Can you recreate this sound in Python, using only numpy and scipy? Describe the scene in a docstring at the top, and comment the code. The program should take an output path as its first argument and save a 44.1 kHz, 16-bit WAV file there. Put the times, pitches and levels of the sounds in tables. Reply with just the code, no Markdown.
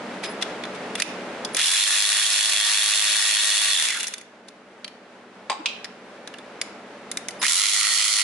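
"""A cordless electric ratchet backs bolts out of an engine in two runs, close by, in a workshop.
Its crank turns about 104 times a second at full speed: knocks, rasp noise, buzz lines and gear whine.
Separate clicks and scrapes are filtered noise; a dropped bolt cracks and rings in decaying modes.
A machine drone of noise and wavering sines lies beneath; gain control ducks it under the tool
and lets it swell back slowly."""
import sys
import numpy as np
from scipy import signal
from scipy.fft import rfft, irfft, next_fast_len
from scipy.io import wavfile
from scipy.ndimage import uniform_filter1d

SR = 44100
rng = np.random.default_rng(int(sys.argv[2]) if len(sys.argv) > 2 else 0)


def generate_wav(signal):
    """Clip the signal to [-1, 1] and save it as 16-bit WAV at the path in sys.argv[1]."""
    frames = np.transpose(np.atleast_2d(signal))
    scaled = np.clip(frames, -1, 1) * 32767
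    pcm = np.round(scaled).astype(np.int16)
    wavfile.write(sys.argv[1], SR, pcm)


N = 362943
TIME = np.arange(N) / SR

# contacts in one crank turn: [phase/turn, relative level/dB]
CONTACTS = [(0.019, -6), (.14, 5), (.47, 0), (0.724, -2)]
# stereo width of tool and handling: [f/Hz, side re mid/dB]
TOOL_SIDE = [(60, 1), (140, -14.5), (350, -14.5), (840, -12.5), (2020, -11.5), (4880, -0.5), (11800, -1)]
# crank turns per s: free running, and stalled
FREE_HZ, STALL_HZ = 104.4, 12


def amp(db):
    """Decibels to gain."""
    return 10 ** (np.asarray(db) / 20)


def unit(x):
    """Scales to an rms of 1."""
    return x / np.sqrt(np.mean(x ** 2) + 1e-20)


def read(points, hz):
    """Interpolates a spectrum table on a log-frequency axis."""
    f, value = np.transpose(points)
    return np.interp(np.log(hz + 1), np.log(f + 1), value)


def lifts(rings, hz):
    """The dB that a set of resonances adds at each frequency."""
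    return sum(db / (1 + (2 * (hz - f) / width) ** 2) for f, width, db in rings)


def colour(x, db_at):
    """Filters by a rule that gives dB for each frequency."""
    size = next_fast_len(x.shape[-1] + 512, True)
    gain = amp(db_at(np.fft.rfftfreq(size, 1 / SR)))
    return irfft(rfft(x, size) * gain, size)[..., :x.shape[-1]]


def band(x, hz, width_hz):
    """The part of a sound that one resonance passes."""
    return signal.lfilter(*signal.iirpeak(hz, hz / width_hz, SR), x)


def band_rms(x, lo_hz, hi_hz):
    """The rms of one band of a sound."""
    sos = signal.butter(4, [lo_hz, hi_hz], "band", fs=SR, output="sos")
    return np.std(signal.sosfilt(sos, x))


def wander(rate_hz):
    """Random curve of rms 1 through rate_hz knots per s; constant once 4096 knots are used up."""
    knots = rng.standard_normal(4096)
    return unit(np.interp(TIME * rate_hz, np.arange(len(knots)), knots))


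def add(mix, s, sound):
    """Mixes a sound in at time s."""
    part = mix[..., max(round(s * SR), 0):][..., :sound.shape[-1]]
    part += sound[..., :part.shape[-1]]


def spread(pair, side):
    """Two unrelated versions of a sound become its middle and its sides."""
    wide = colour(pair[1], lambda hz: read(side, hz))
    return np.array([pair[0] + wide, pair[0] - wide])


def scatter(t60_s, rise_s, size=4096):
    """A scattered blow: two dense, evenly coloured decays of energy 1."""
    t = np.arange(size) / SR
    shape = amp(-60 * t / max(t60_s, .002)) * (1 - np.exp(-t / max(rise_s, 1e-5))) ** 2
    x = rng.standard_normal((2, size)) * shape
    # alternate between a flat spectrum and the wanted envelope
    for _ in range(3):
        x = irfft(np.exp(1j * np.angle(rfft(x))))
        x *= shape / np.sqrt(abs(uniform_filter1d(x ** 2, 96)) + 1e-14)
    return x / np.linalg.norm(x, axis=1, keepdims=True)


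def ratchet(run, body, rings, pawl_modes, buzz, lean, knock_db, rasp_db, buzz_db, whine_db,
            level_db, treble_db, rasp_decay_turns, flutter_db, flare_db, swell_rad):
    """One run: knocks and gear rasp ring the tool; crank buzz and gear whine follow its speed."""
    # dB for each halving of crank speed
    slow_level_db, slow_treble_db, slow_knock_db = -8, -1.5, -4
    # swings in dB, taken with this sign where the socket rubs hardest, opposite half a turn later
    wobble_level_db, wobble_treble_db, wobble_knock_db, wobble_buzz_db = -1.2, 0.8, -2, 4.5
    crank_per_socket, mesh_per_crank = 20, 41.6
    on, off, drag_hz, rub_s = run
    crank_hz = crank_speed(on, off, drag_hz)
    running = (TIME > on) & (crank_hz > STALL_HZ)
    turns = np.cumsum(crank_hz * running) / SR
    halvings = np.log2(FREE_HZ / crank_hz)
    socket_rad = 2 * np.pi * (turns - np.interp(rub_s, TIME, turns)) / crank_per_socket
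    wobble = np.cos(socket_rad)

    # the slack mechanism clatters harder once the trigger is let go
    force_db = slow_knock_db * halvings + 4.5 * (TIME > off)
    hardness = amp(knock_db + force_db + wobble_knock_db * wobble + 2.4 * wander(8.1))
    strikes = knocks(turns, running, jitter_s=.000035, uneven_db=4.5, t60_s=0.021) * hardness

    # rasp is strongest at the start of each turn; its fast flutter freezes after 4.55 s
    chatter_db = flutter_db * wander(900) + wander(45)
    gate = (0.75 + np.exp(-(turns % 1) / rasp_decay_turns)) * amp(chatter_db)
    rasp = amp(rasp_db) * unit(gate) * rng.standard_normal((2, N))
    drive = (strikes + rasp) / np.hypot(hardness, amp(rasp_db))
    # last term: 9 dB shelf cut below about 520 Hz
    noise = colour(drive, lambda hz: read(body, hz) + lifts(rings, hz) - 9 / (1 + (hz / 520) ** 4))

    # each resonance flares and fades on its own as the loose socket rattles on the bolt
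    for ring_hz, _, _ in rings:
        flare = unit(amp(flare_db * np.tanh(wander(80))))
        noise += band(noise, ring_hz, width_hz=450) * (flare - 1)
    noise /= band_rms(noise[0, running], 800, 5000)

    # replace the band above 5 kHz by one of set level
    treble = colour(noise, lambda hz: -20 * np.log10(1 + (5000 / (hz + 1)) ** 12))
    shine_db = treble_db + slow_treble_db * halvings + wobble_treble_db * wobble + 0.24 * wander(12)
    noise += treble * (amp(shine_db) / np.std(treble[0, running]) - 1)
    noise += pawl(pawl_modes, turns, running, socket_rad) * amp(force_db)
    # the upper mids swell once per socket turn
    noise += band(noise, 2550, 600) * (amp(2.0 * np.cos(socket_rad - swell_rad)) - 1)

    settled = (crank_hz / FREE_HZ) ** 5
    lines = crank_buzz(buzz, turns, running, wobble_buzz_db * wobble)
    whine = gear_whine(mesh_per_crank * crank_hz, on, settled, whine_db)
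    # the buzz only comes out clean near full speed
    noise[0] += amp(buzz_db) * lines * settled + whine

    loudness = amp(level_db + slow_level_db * halvings + wobble_level_db * wobble)
    # the gears take up their slack with a 7 ms time constant
    take_up = (1 - np.exp(-np.maximum(TIME - on, 0) / .007)) ** 2
    out = spread(noise, TOOL_SIDE) * loudness * take_up * uniform_filter1d(running * 1., 100)
    return colour(out, lambda hz: np.outer([.5, -.5], read(lean, hz)))


def crank_speed(on, off, drag_hz):
    """Turns per s: soft start, spin-up as the bolt loosens, coast-down against friction."""
    kick_hz, friction_hz_per_s = 26, 76  # kick speed is before bolt drag
    soft_start_s, spin_up_s, loosen_s, coast_s = .025, .062, .4, .34
    driven, coasting = np.clip(TIME, on, off) - on, np.maximum(TIME - off, 0)
    # the driver feeds the current in gently
    pushed = driven - soft_start_s * (1 - np.exp(-driven / soft_start_s))
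    hz = FREE_HZ - (FREE_HZ - kick_hz) * np.exp(-pushed / spin_up_s)
    hz -= drag_hz * np.exp(-driven / loosen_s)
    brake_hz = friction_hz_per_s * coast_s
    return np.maximum((hz + brake_hz) * np.exp(-coasting / coast_s) - brake_hz, STALL_HZ)


def knocks(turns, running, jitter_s, uneven_db, t60_s, count=6):
    """Knocks at set crank phases, each one of a few random noise bursts, uneven in time and force."""
    out = np.zeros((2, N))
    for share, db in CONTACTS:
        at = np.interp(np.arange(int(turns[-1])) + share, turns[running], TIME[running])
        late, force = rng.standard_normal((400, 2))[:len(at)].T
        # random variants keep the knocks from making steady lines
        variant = rng.integers(0, count, 400)[:len(at)]
        bursts = [scatter(t60_s, .0005) for _ in range(count)]
        gains = amp(db + uneven_db * np.tanh(force))
        for s, gain, k in zip(at + jitter_s * late, gains, variant):
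            add(out, s, gain * bursts[k])
    return out / np.std(out[0, running])


def pawl(modes, turns, running, socket_rad):
    """Once per crank turn the pawl snaps over a tooth and pings, uneven in pitch and force."""
    rise_s, t60_s, detune_share, uneven_db = .001, .014, .03, 4
    swing_range_db, lag_rad = 2.5, 0.44  # strongest near the socket's free side
    out, t = np.zeros((2, N)), np.arange(1024) / SR
    at = np.interp(np.arange(int(turns[-1])) + CONTACTS[1][0], turns[running], TIME[running])
    swing_db = -swing_range_db * np.cos(np.interp(at, TIME, socket_rad) - lag_rad)
    shape = (1 - np.exp(-t / rise_s)) ** 2 * amp(-60 * t / t60_s)
    for hz, db in modes:
        pings = np.zeros((2, N))
        for s, swing, (force, bend, angle) in zip(at, swing_db, rng.standard_normal((400, 3))):
            phase = 2 * np.pi * (hz * (1 + detune_share * bend) * t + np.array([[0], [angle]]))
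            add(pings, s, amp(swing + uneven_db * np.tanh(force)) * shape * np.sin(phase))
        out += amp(db) * pings / np.std(pings[0, running])
    return out


def crank_buzz(buzz, turns, running, wobble_db):
    """Harmonics locked to the crank, swelling once per socket turn, with wandering phase."""
    lines = np.zeros(N)
    for order, db in buzz:
        phase = 2 * np.pi * (order * turns[running] + rng.random())
        swell_db = wobble_db[running] + 1.5 * wander(28)[running]
        lines[running] += amp(db + swell_db) * np.cos(phase + 0.74 * wander(30)[running])
    return lines


def gear_whine(mesh_hz, on, settled, whine_db):
    """A tone at the tooth-mesh rate, shaped by the housing and roughened by backlash."""
    # housing response, two main resonances: [f/Hz, gain/dB]
    whine_path = [(500, -26), (950, -12), (1250, -14), (1500, -1), (1800, 4), (2250, 2), (2600, -4),
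                  (3100, -6), (3450, -4), (3800, -6), (4100, 0), (4340, -1.5)]
    # under hard spin-up pull the teeth stay pressed together and whine less
    pull_db, pull_s = -4, .09
    pull = np.exp(-np.maximum(TIME - on, 0) / pull_s)
    # off full speed the teeth rattle in their backlash: phase roughness in rad
    backlash = .9 * wander(70) + (.4 + 1.3 * np.sqrt(abs(1 - settled))) * wander(500)
    whine = np.cos(2 * np.pi * np.cumsum(mesh_hz) / SR + backlash)
    flicker_db = 2.5 * np.tanh(wander(130))
    whine *= amp(whine_db + pull_db * pull + read(whine_path, mesh_hz) + flicker_db)
    # off full speed the teeth keep losing touch and the whine comes in snatches
    return whine * amp(3.5 * (1 - settled) * np.tanh(wander(110)))


def driver():
    """The chopped motor current makes the windings sing while the trigger is barely pressed."""
    # [t/s, length/s, multiple of chopping rate, level/dB]
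    songs = [(0.22, 0.068, 2, -52), (0.247, 0.056, 1, -43), (0.287, 0.042, 2, -48), (1.53, 0.026, 2, -42),
             (7.391, 0.035, 2, -37), (7.393, 0.027, 1, -37)]
    chop_hz = 5015
    out = np.zeros(N)
    for s, length_s, multiple, db in songs:
        t = np.arange(int(length_s * SR)) / SR
        tone = np.sqrt(2) * np.sin(2 * np.pi * multiple * chop_hz * t)
        add(out, s, amp(db) * tone * signal.windows.tukey(len(t), .5))
    return out


def clicks(steel, dull_db, ring_width_hz):
    """Separate clicks: each noise burst wakes its own mix of metal modes, two of them leading."""
    # socket and tool on metal, the coasting crank's last pawl knocks, gears taking up slack:
    # [t/s, peak level/dB, low-band tilt/dB, high-band tilt/dB, strongest ring f/Hz, second ring f/Hz]
    events = [(0.423, -19.5, -4, -7, 3440, 5290), (0.636, -29.5, 1, -14, 3520, 4240),
              (0.6515, -29.5, 1, -15, 1520, 1900), (0.9527, -23.5, 2, -3, 3430, 2800),
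              (0.999, -19.5, -4, -5, 1860, 7030), (1.0199, -8, -10, -7, 2570, 2050),
              (1.4477, -24, -17, -4.5, 3380, 4780), (1.546, -21.5, -2, 3, 10200, 5000),
              (1.567, -6, -2, 6, 3500, 1930), (4.005, -8, -2, 3, 2800, 3470),
              (4.0295, -9, 0, 5, 2850, 3380), (4.041, -10, -1, 0, 2800, 3400),
              (4.069, -10, -3, 5, 5600, 6100), (4.08, -11, -6, 5, 1950, 9700),
              (4.1374, -11, -3, -0.5, 6200, 3600), (4.1805, -20.5, -1, 7, 3560, 4600),
              (4.211, -25.5, 0, 3, 2120, 6400), (4.484, -25, -19, 0, 3700, 4300),
              (4.844, -15, -4.5, -15, 4500, 3170), (4.8778, -20.5, -4, -11, 3130, 4100),
              (5.8434, -19, -10, -14, 1920, 5400), (5.853, -22.5, 0, -10, 1790, 4700),
              (6.274, -22, -4.5, -5, 1680, 3840), (6.3385, -27, -1, -13, 1740, 2820),
              (6.384, -30.5, -2, -6, 1670, 3520), (6.6134, -11.5, -4.5, -3, 2220, 5100),
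              (7.114, -18, -3, 6.5, 3700, 2100), (7.171, -14.5, -4, 1, 3700, 2060),
              (7.284, -17.5, -6, 1.5, 2060, 2200), (7.307, -31.5, -9, 0, 2950, 4640),
              (7.419, -20, 8, -4, 3780, 1050), (7.428, -14, 1, -6, 3720, 1040),
              (7.435, -11, 10, 4, 2050, 1290)]
    t60_s, rise_s = 0.026, 0.00065
    first_db, second_db, mode_spread_db, pan_db = 11.5, 7, 2.5, -0.5
    out = np.zeros((2, N))
    for s, db, low, high, first_hz, second_hz in events:
        tint = [(60, low - 45), (200, low - 26), (900, low + dull_db), (2000, low), (4000, -1), (8000, high - 6)]
        blow = colour(scatter(t60_s, rise_s), lambda hz: read(tint, hz))
        # the strength of each mode varies from click to click
        vary_db = mode_spread_db * rng.standard_normal(len(steel))
        ring = sum(amp(a + vary) * band(blow, hz, width) for (hz, width, a), vary in zip(steel, vary_db))
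        ring += amp(first_db) * band(blow, first_hz, ring_width_hz)
        ring += amp(second_db) * band(blow, second_hz, ring_width_hz)
        ring /= np.sqrt(uniform_filter1d(ring[0] ** 2, 88).max())  # peak of the 2 ms rms
        add(out, s, amp(db) * spread(ring, TOOL_SIDE))
    return out * amp([[pan_db / 2], [-pan_db / 2]])


def scrapes(steel, grain_db):
    """The socket slides over a bolt head in many small catches as it seats: grainy noise."""
    # [t/s, length/s, relative level/dB]
    slides = [(0.227, 0.044, -29), (0.409, 0.032, -30.5), (0.74, 0.031, -43), (0.964, 0.081, -33),
              (1.56, 0.068, -14), (4.474, 0.02, -34)]
    out = np.zeros((2, N))
    for s, length_s, db in slides:
        size = int(length_s * SR)
        add(out, s, amp(db) * rng.standard_normal((2, SR))[:, :size] * signal.windows.tukey(size, .6))
    tint = [(500, -17.5), (1700, 7.0), (3500, 5.5), (6000, -5.5), (11000, -9.0)]
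    grains = out * amp(grain_db * wander(580))
    return spread(colour(grains, lambda hz: read(tint, hz) + lifts(steel, hz)), TOOL_SIDE)


def impacts(count):
    """Each landing and its quick, ever weaker rebounds: (s, dB, object, brightness dB)."""
    # [t/s, level/dB, object (0 panel, 1 metal), crack brightness/dB, rebound gap/s,
    #  offset subtracted from all rebounds/dB (negative makes them louder), further loss per rebound/dB]
    landings = [(5.4975, -9.5, 0, 6.5, 0.0039, -3.5, 9), (5.5161, -11, 0, 0, 0.011, -1, 6),
                (5.658, -11.5, 1, 7, 0.0033, -6, 11.5), (5.686, -24, 1, 2, 0.0055, -3, 8)]
    return [(s + k * gap_s, db - (k > 0) * offset_db - k * rebound_db, thing, bright_db)
            for s, db, thing, bright_db, gap_s, offset_db, rebound_db in landings for k in range(count)]


def dropped_bolt(crack_t60_s, crack_db, ring_db, panel_pan_db):
    """A bolt chatters on a hollow panel, then on metal: each impact is a crack plus struck modes."""
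    # modes: [f/Hz, relative level/dB, t60/s]
    panel = [(630, -6, .07), (740, 0, 0.07), (860, 2, 0.08), (975, 1.5, 0.1), (1077, 5, 0.14),
             (1290, -14, .07), (1787, -12, 0.06), (2350, -12, 0.04), (2450, -10, 0.045), (2719, -14, .05),
             (3680, -8, 0.04), (3838, -8, 0.05), (4700, -10, 0.04), (4810, -7, 0.05)]
    metal = [(2320, -6, .1), (2430, -9, .12), (2560, -5, .15), (2740, -7, .32), (2785, -7, .36),
             (3122, -6.5, .36), (3182, -10, .33), (3811, -6, .18), (3973, -8, .34), (4110, -10, .22),
             (4791, -13, .11), (5351, -17, .11)]
    # crack spectra: [f/Hz, relative level/dB]
    panel_crack = [(60, -46), (300, -6), (560, 2), (850, 10), (1500, -0.5), (2400, 5), (3100, -1),
                   (3750, 4.5), (4300, -7), (4800, 1.5), (5600, -12), (8000, -4.5), (11000, -33)]
    metal_crack = [(60, -58), (700, -1), (2050, -0.5), (2450, 16), (4000, 9), (7000, -3.5), (11000, -19)]
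    # soft bump as the panel sags: [t/s, length/s, f/Hz, level/dB]
    bump = (5.588, .035, 310, -28)
    out, t = np.zeros((2, N)), np.arange(SR // 2) / SR
    high_pass = signal.butter(2, 350, "high", fs=SR, output="sos")
    for s, db, thing, bright_db in impacts(count=5):
        modes, tint, pan_db = (metal, metal_crack, 0) if thing else (panel, panel_crack, panel_pan_db)
        ring = sum(amp(a - 60 * t / t60_s) * np.sin(2 * np.pi * (hz * t + rng.random((2, 1))))
                   for hz, a, t60_s in modes)
        ring = amp(ring_db) * signal.sosfilt(high_pass, ring * (1 - np.exp(-t / 0.00025)))
        crack = colour(scatter(crack_t60_s, 0.00038), lambda hz: read(tint, hz))
        add(ring, 0, amp(bright_db + crack_db) * crack)
        add(out, s, spread(ring, TOOL_SIDE) * amp(db + np.array([[pan_db / 2], [-pan_db / 2]])))
    s, length_s, hz, db = bump
    size = int(length_s * SR)
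    add(out, s, amp(db) * 2 * np.sin(2 * np.pi * hz * t[:size]) * np.hanning(size))
    return out


def drone(hum_db, level_db):
    """A machine elsewhere in the shop: steady rushing air and a wavering hum."""
    # air spectrum: [f/Hz, relative level/dB]
    air_spectrum = [(15, -67), (25, -31.5), (64, -27.5), (92, -20), (128, -52.5), (165, -11.5), (192, 2),
                    (235, -2), (344, -2.5), (573, -0.5), (1170, -8.5), (1330, -7), (2270, -12.5),
                    (9930, -36), (11000, -39.5), (14300, -71.5), (22000, -120)]
    # stereo width: [f/Hz, side re mid/dB]
    air_side = [(60, -11), (140, -34.5), (350, -20), (840, -10.5), (2020, -5), (4880, -1.5), (11800, 2)]
    # hum lines: [f/Hz, relative level/dB]
    hum = [(71, -29.5), (120, -20), (143, -15.5), (197, -13), (242, -5.5), (310, -10), (425, -6),
           (584, -6.5)]
    air = colour(rng.standard_normal((2, N)), lambda hz: read(air_spectrum, hz))
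    air *= amp(.6 * wander(14)) / band_rms(air[0], 130, 480)
    for hz, db in hum:
        waver = amp(db + hum_db + 1.6 * wander(5.9))
        air[0] += waver * np.sin(2 * np.pi * hz * TIME + 1.0 * wander(8))
    return spread(air, air_side) * amp(level_db)


def room(x):
    """The workshop's diffuse tail: noise, each band dying at its own speed."""
    # [f/Hz, t60/s]
    decay = [(200, 0.75), (1000, 0.87), (4000, 0.5), (11000, 0.3)]
    hz, t, z = signal.stft(rng.standard_normal((2, SR // 2)), SR, nperseg=256)
    fade = amp(-60 * t / read(decay, hz)[:, None]) * (1 - np.exp(-t / 0.0008))
    tail = signal.istft(z * fade, SR, nperseg=256)[1]
    return signal.oaconvolve(x, tail / np.linalg.norm(tail[0]), axes=1)[:, :N]


def hold(db, fall_db_per_s):
    """Follows each peak at once and sinks back at a steady rate."""
    fall = fall_db_per_s * TIME
    return np.maximum.accumulate(db + fall) - fall


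def gain_control(x):
    """Turns down what passes the ceiling; after a long loud stretch gain creeps back over seconds."""
    ceiling_db, release_db_per_s = -19.5, 85
    linger_share, recover_db_per_s = 0.73, 3  # share of a long cut that lingers
    power = abs(uniform_filter1d((x ** 2).mean(0), size=530))
    over_db = np.maximum(10 * np.log10(power + 1e-12) - ceiling_db, 0)
    step = 1 / (.25 * SR)  # 0.25 s average
    lasting_db = signal.lfilter([step], [1, step - 1], over_db)
    quick_db = hold(over_db, release_db_per_s)
    slow_db = hold(linger_share * lasting_db, recover_db_per_s)
    return x * amp(-uniform_filter1d(np.maximum(quick_db, slow_db), size=130))


def scene():
    """Two runs of the ratchet, the clicks and scrapes around them, the dropped bolt and the shop."""
    # runs: [trigger pressed t/s, released t/s, speed lost to the tight bolt/(turns/s), hardest rub t/s]
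    run_a = (1.556, 3.728, 3.7, 2.11)
    run_b = (7.41, 8.4, 0.8, 7.735)
    # what tool and bolt radiate: [f/Hz, relative level/dB]
    body_a = [(180, -75.5), (300, -24), (548, -21), (609, -14.5), (823, -17), (915, -12.5), (1370, -15),
              (1910, -8.5), (3010, 1.5), (3450, -2), (4100, -3.5), (4450, -7.5), (4870, -14.5),
              (8020, -19.5), (10400, -17), (11000, -26), (14300, -55), (22000, -120)]
    body_b = [(180, -58), (300, -21), (540, -24), (600, -15.5), (730, -17), (862, -17), (1020, -10),
              (1350, -10), (1650, -5.5), (2000, -1), (2630, -2.5), (4320, -2), (4660, -5.5), (10200, -12.5),
              (11000, -11.5), (14300, -52), (22000, -120)]
    # their resonances: [f/Hz, width/Hz, lift/dB]
    rings_a = [(1666, 730, 7.5), (2580, 240, -1.5), (3110, 240, -10), (3404, 150, 8), (5170, 87, 6.5),
               (7300, 740, 3), (10850, 760, 6.5)]
    rings_b = [(1350, 140, 10), (1710, 180, -9), (1970, 300, 2.5), (2660, 250, -3), (3220, 440, 2.5),
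               (5000, 300, 2.5), (6930, 500, 2.5), (10060, 740, 6)]
    # pawl pings: [f/Hz, relative level/dB]
    pawl_a = [(1850, -13), (2600, -14), (3430, -3.5)]
    pawl_b = [(1340, -13), (2030, -11.5), (3250, -12.5)]
    # crank buzz: [multiple of crank speed, relative level/dB]
    buzz_a = [(6, -19.5), (7, -15.5), (9, -10), (11, -5.5), (12, -7), (14, -4.5), (17, -2.5), (18, 2),
              (19, -5.5), (24, -8.5), (26, -1.5), (36, 6), (38, 2)]
    buzz_b = [(7, -14.5), (13, -13), (14, -21), (18, 1), (19, 0), (21, -9), (30, 1), (33, 4), (38, 3)]
    # stereo lean: [f/Hz, left re right/dB]
    lean_a = [(60, -3), (130, -0.5), (270, 1), (580, -0.5), (1220, 1), (2600, -3), (5530, 0), (11800, 1.5)]
    lean_b = [(60, 4), (130, 0), (270, -5), (580, 2), (1220, -1.5), (2600, -5.5), (5530, -2.5), (11800, 0)]
    # steel resonances: [f/Hz, width/Hz, relative level/dB]
    steel = [(1710, 160, -4.5), (2050, 210, 1.5), (2405, 180, 3.5), (2795, 170, 0.5), (3040, 70, -1.5),
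             (3510, 170, 2.5), (4030, 200, 0.5), (4660, 260, 0.5), (5280, 200, 3.5), (6060, 790, 2),
             (6980, 620, -0.5), (8500, 1100, 0.5), (9360, 350, -2.5), (10000, 360, 1.5)]
    first = ratchet(run_a, body_a, rings_a, pawl_a, buzz_a, lean_a,
                    knock_db=1.0, rasp_db=-2, buzz_db=-14.5, whine_db=-2.0, level_db=-4.5, treble_db=1.5,
                    rasp_decay_turns=0.16, flutter_db=2.5, flare_db=4.0, swell_rad=2.0)
    second = ratchet(run_b, body_b, rings_b, pawl_b, buzz_b, lean_b,
                     knock_db=5.5, rasp_db=3.5, buzz_db=-15.5, whine_db=-0.5, level_db=-2.0, treble_db=2.5,
                     rasp_decay_turns=0.12, flutter_db=5, flare_db=3.5, swell_rad=3.7)
    tool = first + second + driver()
    handling = clicks(steel, dull_db=-1.5, ring_width_hz=110) + scrapes(steel, grain_db=-2.5)
    bolt = dropped_bolt(crack_t60_s=0.049, crack_db=21.0, ring_db=-8.5, panel_pan_db=1.5)
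    wet = room(amp(-9.0) * tool + amp(-14) * handling + amp(-11.5) * bolt)
    return tool + handling + bolt + wet + drone(hum_db=-1.0, level_db=-39.5)


def record(dry):
    """Gain control ducks the drone under the tool; peaks are rounded off; a low-pass limits the band."""
    edge_hz = 11100
    held = gain_control(dry)
    rounded = held / (1 + (abs(held) / .66) ** 10) ** .1
    low_pass = signal.firwin(801, edge_hz, window=("kaiser", 8), fs=SR)
    return signal.oaconvolve(rounded, low_pass[None], "same")


dry = scene()
out = record(dry)
generate_wav(out)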